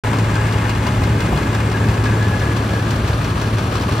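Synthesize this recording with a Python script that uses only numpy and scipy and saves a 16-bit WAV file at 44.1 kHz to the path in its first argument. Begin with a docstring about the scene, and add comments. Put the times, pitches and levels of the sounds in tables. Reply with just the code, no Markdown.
"""Road milling at night

Roadside, a stereo microphone a few metres from a milling machine and an idling tipper truck.
The mill's six-cylinder diesel drones over the rumble of drum and conveyor, whose drive whines,
scrapes and sings. Milled asphalt rushes and thuds into the truck's body. The truck's slow diesel
ticks in a pattern that repeats every engine cycle, and loose steel clanks."""
import sys
import numpy as np
from scipy import signal
from scipy.fft import rfft, irfft
from scipy.io import wavfile

SR = 44100
rng = np.random.default_rng(int(sys.argv[2]) if len(sys.argv) > 2 else 0)


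def waveform_to_disk(signal):
    """Save audio, clipped to [-1, 1], as 16-bit WAV at the path in sys.argv[1]."""
    frames = np.transpose(np.atleast_2d(signal))
    scaled = np.clip(frames, -1, 1) * 32767
    samples = np.round(scaled).astype(np.int16)
    wavfile.write(sys.argv[1], SR, samples)


N = 176400

TRUCK_CYCLE_S = .16995
# bright crack of hard ticks and clanks: f/Hz, relative level/dB
CRACK_SPECTRUM = [(800, -22), (2000, -2), (4500, 3), (8000, -5), (12000, -19.5), (15500, -8)]


def mill_engine(firing_hz=108.86, cylinders=6, wander=.003, order_flutter=.41, order_drift_rad=.82):
    """The exhaust's firing tone, with weaker orders from unequal cylinders."""
    firing_levels = [(0, -19), (.55, -18.5), (.67, -20.5), (.93, -20), (1.16, -19), (1.24, -21.5),
                     (1.44, -23.5), (1.52, -19), (1.75, -20), (2.18, -17), (2.45, -21.5), (2.8, -21.5),
                     (3.4, -23.5), (3.55, -19), (3.68, -23.5), (4, -22)]  # firing tone: t/s, level/dB
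    orders = [(3, -41.5), (4, -32), (5, -35.5), (8, -41), (10, -35.5), (12, -36), (15, -39.5), (16, -41.5)]  # engine orders: multiple of the cycle rate, level/dB
    cycle = running_phase(firing_hz * (1 + wander * walk(8.8))) / cylinders
    exhaust = undb(curve(firing_levels)) * (1 + .06 * walk(21)) * np.sin(cylinders * cycle)
    for order, db in orders:
        phase = order * cycle + rng.uniform(0, 2 * np.pi) + order_drift_rad * walk(2.34)
        exhaust += undb(db) * (1 + order_flutter * walk(13)) * np.sin(phase)
    return np.sqrt(2) * exhaust


def drum(shudder_db=2.0, judder_db=.47, grind_db=1.55):
    """The cutting drum and conveyor rumble, growl and grind under an uneven load."""
    rumble_spectrum = [(20, -48), (32, -31), (41, -13), (50, -3), (72, -3.5), (92, -2.5), (108, -6),
                       (135, -1.5), (200, -16), (500, -59)]  # deep rumble of the drum: f/Hz, relative level/dB
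    rumble_levels = [(0, -27.5), (.45, -21), (.7, -25.5), (.92, -22), (1.04, -18.5), (1.2, -24),
                     (1.42, -19), (1.55, -28), (1.85, -21), (2.08, -24), (2.3, -20.5), (2.6, -28.5),
                     (3.2, -20.5), (3.55, -23.5), (4, -25)]  # its swells: t/s, level/dB
    growl_spectrum = [(30, -27.5), (95, -23), (140, -2), (190, -1.5), (235, -1.5), (285, -4), (400, -5.5),
                      (520, -13.5), (750, -22.5), (1500, -46.5)]  # growl of the cutting teeth: f/Hz, relative level/dB
    growl_levels = [(0, -23), (.75, -26.5), (1.4, -21.5), (1.6, -24.5), (1.85, -22.5), (2.35, -25),
                    (2.6, -24), (2.9, -25.5), (3.2, -28), (4, -25)]  # its swells: t/s, level/dB
    roar_spectrum = [(40, -36), (200, -6.5), (420, -1.5), (600, -1), (730, -4), (950, -1.5), (1200, -0.5),
                     (1450, -5.5), (1700, -6), (2000, -12.5), (2550, -9), (3200, -13.5), (4400, -18),
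                     (7500, -26), (11500, -28), (15500, -42)]  # grinding roar: f/Hz, relative level/dB
    roar_levels = [(0, -30), (1, -29), (2, -30), (2.55, -27.5), (3.1, -26.5), (4, -27)]  # its swells: t/s, level/dB
    rumble = colour(noise() * undb(shudder_db * walk(30)), rumble_spectrum) * undb(curve(rumble_levels))
    growl = colour(noise() * undb(judder_db * walk(37)), growl_spectrum) * undb(curve(growl_levels))
    roar = colour(noise() * undb(grind_db * walk(54)), roar_spectrum) * undb(curve(roar_levels))
    return microphone(rumble + growl + roar)


def asphalt_pour(lumps_db=1.5):
    """Milled asphalt rushes off the belt in lumps."""
    rush_spectrum = [(40, -33), (300, -6), (550, -0.5), (730, -3), (1000, 2), (1400, -6), (1650, -2),
                     (1900, -5.5), (2400, -8.5), (2850, -17), (3300, -13.5), (4500, -24), (7500, -20),
                     (11500, -33), (15500, -42)]  # belt head and falling asphalt: f/Hz, relative level/dB
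    rush_levels = [(0, -27), (.7, -28), (1.3, -28.5), (2.1, -28.5), (2.6, -30), (3, -34.5), (4, -37.5)]  # strength of the rush: t/s, level/dB
    rush = colour(noise() * undb(lumps_db * walk(21)), rush_spectrum)
    return microphone(rush, near=True) * undb(curve(rush_levels))


def conveyor_drive(whine_hz=843, rasp_hz=1615, rasp_flutter_db=2.5):
    """Gears whine, the belt rasps, and the conveyor's singing swells to a clear squeal."""
    whine_levels = [(0, -41), (.5, -39.5), (.9, -38), (1.3, -41), (1.7, -47), (2.1, -45), (2.5, -40),
                    (2.9, -52), (4, -52)]  # gear whine: t/s, level/dB
    singing = [(0, 1645, -48), (1.3, 1653, -46), (2.01, 1660, -41), (2.07, 1660, -30), (2.11, 1670, -28.5),
               (2.16, 1680, -36), (2.22, 1695, -33), (2.29, 1705, -33), (2.345, 1700, -26.5),
               (2.39, 1710, -38), (2.45, 1690, -34), (2.57, 1684, -33), (2.65, 1680, -43), (3, 1670, -45),
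               (4, 1674, -47)]  # conveyor's singing: t/s, f/Hz, relative level/dB
    rasp_levels = [(0, -47), (.45, -42), (1.3, -47), (2.2, -36), (2.7, -40.5), (4, -50)]  # belt rasp: t/s, level/dB
    whine_phase = running_phase(whine_hz * (1 + .004 * walk(17)))
    whine = np.sqrt(2) * np.sin(whine_phase) * (1 + .45 * walk(15))
    sing_hz = curve(singing) * (1 + .00894 * walk(23.5))
    squeal = np.sqrt(2) * np.sin(running_phase(sing_hz)) * (1 + .4 * walk(30))
    clear = undb(-5.5) * squeal * np.array([[1], [0]])  # mid only, no side
    rough = undb(-2.5) * resonance(sing_hz, width_hz=80)
    sing = (clear + rough) * undb(curve(singing, column=2))
    rasp = resonance(rasp_hz, width_hz=330) * undb(curve(rasp_levels) + rasp_flutter_db * walk(9.8))
    return whine * undb(curve(whine_levels)) + microphone(sing + rasp, near=True)


def belt_scrapes(width_hz=90):
    """The belt scrapes in short bursts, each one rough ring that swells and fades."""
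    bursts = [(.345, 0.042, 1570, -28), (0.378, 0.042, 1650, -30), (0.446, .07, 1630, -33.5),
              (0.567, .06, 2540, -37), (.675, 0.044, 2830, -35), (.68, 0.047, 2500, -38),
              (0.687, 0.057, 1660, -36), (0.848, 0.037, 1567, -29.5), (1.02, .05, 1640, -33),
              (1.412, 0.089, 1640, -34), (1.54, 0.03, 1620, -27), (1.732, 0.06, 1647, -29.5),
              (1.864, 0.047, 1680, -33), (2.041, 0.085, 2480, -39), (2.73, 0.056, 1660, -30.5),
              (3.072, .04, 1665, -38)]  # scrapes: t/s, length/s, f/Hz, level/dB
    scraping = np.zeros((2, N))
    smooth = signal.butter(2, width_hz / 2, fs=SR, output="sos")
    for at, length, hz, db in bursts:
        age = np.arange(int(length * SR)) / SR
        slip = signal.sosfilt(smooth, rng.standard_normal((2, 2, SR // 4)))[..., -len(age):]
        phase = 2 * np.pi * hz * age
        ring = unit(slip[0] * np.cos(phase) + slip[1] * np.sin(phase))
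        start = int(at * SR)
        scraping[:, start:start + len(age)] += undb(db) * np.sin(np.pi * age / length) * ring
    return microphone(scraping, near=True)


def truck_engine(grit_db=.5, crack_db=-44.5, panel_ring_s=.0055, turn_from_s=1.6, turn_to_s=2.8):
    """Gritty ticks ring the block and steel panels; the panels' mix shifts as the microphone turns."""
    block_spectrum = [(250, -2), (600, 7), (1200, 4), (2200, -5), (3200, -5.5), (4400, -7.5), (6000, -12.5),
                      (8000, -18), (11500, -28), (15500, -39)]  # ring of the engine block: f/Hz, relative level/dB
    block_levels = [(0, -33.5), (.36, -33), (.53, -34), (.7, -37), (.9, -34), (1.35, -34.5), (1.55, -36),
                    (2, -33), (2.7, -39), (3.4, -35), (4, -31)]  # ticking in the block: t/s, level/dB
    # panel modes: f/Hz, width/Hz, level/dB facing the truck, level/dB facing the mill
    panel_modes = [(2110, 90, -42, -52), (2530, 120, -44, -50), (2840, 90, -44, -56), (3415, 90, -51, -51),
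                   (4300, 600, -53, -47.5), (5700, 700, -58, -50)]
    ticks = tick_envelope()
    block = colour(noise() * ticks * undb(grit_db * walk(760)), block_spectrum)
    block *= undb(curve(block_levels))
    crack = colour(noise() * ticks ** 2, CRACK_SPECTRUM) * undb(crack_db)  # favours the hardest ticks
    panel_energy = signal.lfilter([1], [1, -np.exp(-1 / (panel_ring_s * SR))], ticks ** 2)
    panels = np.zeros((2, N))
    for hz, width_hz, truck_db, mill_db in panel_modes:
        panels += resonance(hz, width_hz) * undb(curve([(turn_from_s, truck_db), (turn_to_s, mill_db)]))
    return microphone(block + crack + unit(np.sqrt(panel_energy)) * panels, near=True)


def tick_envelope(loud_tick_s=.6935, attack_s=.0016, decay_s=.014, jitter_s=.0007, scatter_db=.6):
    """Injectors and valves tick in turn, in the same strong and weak pattern every cycle; rms 1."""
    accents = [2, -2.5, -8.5, -4, -0.5, -8, -4.5, -9, -4, -3.5, -6, -1]  # twelve evenly spaced ticks of one cycle: relative level/dB
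    t = np.arange(N) / SR
    count = len(accents)
    first = -int(loud_tick_s / TRUCK_CYCLE_S + 1) * count
    chance = rng.standard_normal((int(N / SR / TRUCK_CYCLE_S + 2) * count, 2))
    power = np.zeros(N)
    for k, (late, strong) in enumerate(chance, first):
        at = loud_tick_s + k * TRUCK_CYCLE_S / count + jitter_s * late
        span = slice(*np.searchsorted(t, [at, at + TRUCK_CYCLE_S]))
        age = t[span] - at
        burst = np.minimum(age / attack_s, 1) * np.exp(-age / decay_s)
        power[span] += (burst * undb(accents[k % count] + scatter_db * strong)) ** 2
    return unit(np.sqrt(power))


def steel_clanks(ring_s=.018, crack_s=.009):
    """Loose steel clanks, mostly on the truck's hardest ticks: a sharp crack, then a short ring."""
    hits = [(.131, -21, -36), (.6933, -25, -30), (.868, -24, -28), (1.0394, -30, -34), (1.2032, -27, -32),
            (1.5494, -26, -29), (2.0383, -25, -32), (2.3994, -32, -33), (2.5694, -30, -34),
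            (2.908, -31, -28), (3.078, -32, -30), (3.4131, -29, -30), (3.8194, -33, -30)]  # clanks: t/s, ring level/dB, crack level/dB
    steel_modes = [(1030, 110, 8), (1320, 200, 1), (1590, 160, -4), (2120, 120, -5), (2520, 90, -3),
                   (2880, 110, -8.5), (3300, 48, -9)]  # ring of the steel: f/Hz, width/Hz, relative level/dB
    t = np.arange(N) / SR
    ring_envelope, crack_envelope = np.zeros((2, N))
    for at, ring_db, crack_db in hits:
        span = slice(*np.searchsorted(t, [at, at + TRUCK_CYCLE_S]))
        age = t[span] - at
        ring_envelope[span] += undb(ring_db) * np.exp(-age / ring_s)
        crack_envelope[span] += undb(crack_db) * np.exp(-age / crack_s)
    f = np.fft.rfftfreq(N, 1 / SR)
    steel = sum(undb(db) / (1 + 2j * (f - hz) / width_hz) for hz, width_hz, db in steel_modes)
    ring = ring_envelope * unit(irfft(rfft(noise()) * steel, N))
    crack = crack_envelope * colour(noise(), CRACK_SPECTRUM)
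    return microphone(ring + crack, near=True)


def asphalt_thuds(decay_s=.0066):
    """Heavier lumps land in the truck's body with dull blows that die away quickly."""
    landings = [(1.018, -16), (1.326, -15)]  # lumps landing: t/s, peak level/dB
    thud_spectrum = [(40, -15), (70, -3), (300, -13), (800, -2), (1500, -28), (4000, -40)]  # the struck body: f/Hz, relative level/dB
    t = np.arange(N) / SR
    blows = sum(undb(db) * (t >= at) * np.exp(-np.abs(t - at) / decay_s) for at, db in landings)
    return microphone(colour(noise() * blows, thud_spectrum)) * np.sqrt(np.mean(blows ** 2))


def microphone(pair, near=False):
    """A mid and side pair becomes left and right at two ports; near sound has its own width."""
    widths = [(60, -30, -40), (130, -23, -27), (260, -19, -22), (520, -13, -12), (800, -8, -9),
              (1200, -2.5, -2.5), (1700, -17, -4), (2500, -10, -6), (3200, -5, -4), (4600, -6, -4),
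              (6500, -8, -7), (9000, -7.5, -6), (14000, -4, -3.5)]  # side against mid: f/Hz, near level/dB, diffuse level/dB
    left_lead = [(350, 0), (690, .7), (1020, 1.6), (1250, 1.1), (1600, 0), (2300, -.6), (3600, .2),
                 (4600, 0), (6300, -1.2), (14000, -1.5)]  # lead of the left port: f/Hz, phase/rad
    width = undb(across(widths, column=1 if near else 2))
    mid, side = rfft(pair[0]), rfft(pair[1]) * width
    lead = np.exp(1j * across(left_lead) / 2)
    left, right = (mid + side) * lead, (mid - side) / lead
    return irfft(np.array([left, right]) / np.sqrt(1 + width ** 2), N)


def resonance(hz, width_hz):
    """A narrow resonance shaken at random, in two unrelated versions; rms 1."""
    phase = running_phase(hz)
    pair = [walk(width_hz / 2) * np.cos(phase) + walk(width_hz / 2) * np.sin(phase) for _ in range(2)]
    return unit(np.array(pair))


def colour(x, rows):
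    """Causal filter with the given response (f/Hz, level/dB); output at rms 1."""
    cepstrum = irfft(np.log(undb(across(rows))), N)
    cepstrum[1:N // 2] *= 2  # fold to minimum phase
    cepstrum[N // 2 + 1:] = 0
    return unit(irfft(rfft(x) * np.exp(rfft(cepstrum)), N))


def curve(rows, column=1):
    """One column of a time table at every sample, joined by straight lines."""
    rows = np.array(rows, float)
    return np.interp(np.arange(N) / SR, rows[:, 0], rows[:, column])


def across(rows, column=1):
    """One column of a frequency table at every bin, on a log axis."""
    rows = np.array(rows, float)
    return np.interp(np.log(np.fft.rfftfreq(N, 1 / SR) + 1e-3), np.log(rows[:, 0]), rows[:, column])


def walk(rate_hz):
    """Smooth random motion up to about rate_hz; rms 1."""
    f = np.fft.rfftfreq(N, 1 / SR)
    return unit(irfft(rfft(rng.standard_normal(N)) / (1 + (f / rate_hz) ** 4), N))


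def running_phase(hz):
    """Phase in radians of a steady or changing frequency."""
    return 2 * np.pi * np.cumsum(hz * np.ones(N)) / SR


def noise():
    """Two unrelated white noises."""
    return rng.standard_normal((2, N))


def undb(db):
    """Decibels to gain."""
    return 10 ** (np.asarray(db) / 20)


def unit(x):
    """Scale to rms 1."""
    return x / np.sqrt(np.mean(x ** 2))


def scene(engine_lean_db=.5):
    """Both machines from a few metres away, the midrange leaning to the left."""
    balance = [(60, .4), (200, .7), (380, -.2), (690, .8), (1050, 6.2), (1350, 6.2), (1650, 2.2),
               (2150, 3.6), (3000, -2), (4300, 1.7), (6300, .2), (10000, 0)]  # left over right: f/Hz, level/dB
    milling = drum() + asphalt_pour() + conveyor_drive() + belt_scrapes()
    truck = truck_engine() + steel_clanks() + asphalt_thuds()
    left_right = np.array([[.5], [-.5]])
    leaning = irfft(rfft(milling + truck) * undb(left_right * across(balance)), N)
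    return leaning + mill_engine() * undb(left_right * engine_lean_db)


def record(dry, start_s=.036, fade_s=.002, top_hz=15500):
    """The sound opens quickly after a moment of silence, and the top is cut steeply."""
    opening = np.clip((np.arange(N) / SR - start_s) / fade_s, 0, 1)
    lowpass = signal.ellip(10, .1, 90, top_hz, fs=SR, output="sos")
    return signal.sosfilt(lowpass, dry * opening)


dry = scene()
out = record(dry)
waveform_to_disk(out)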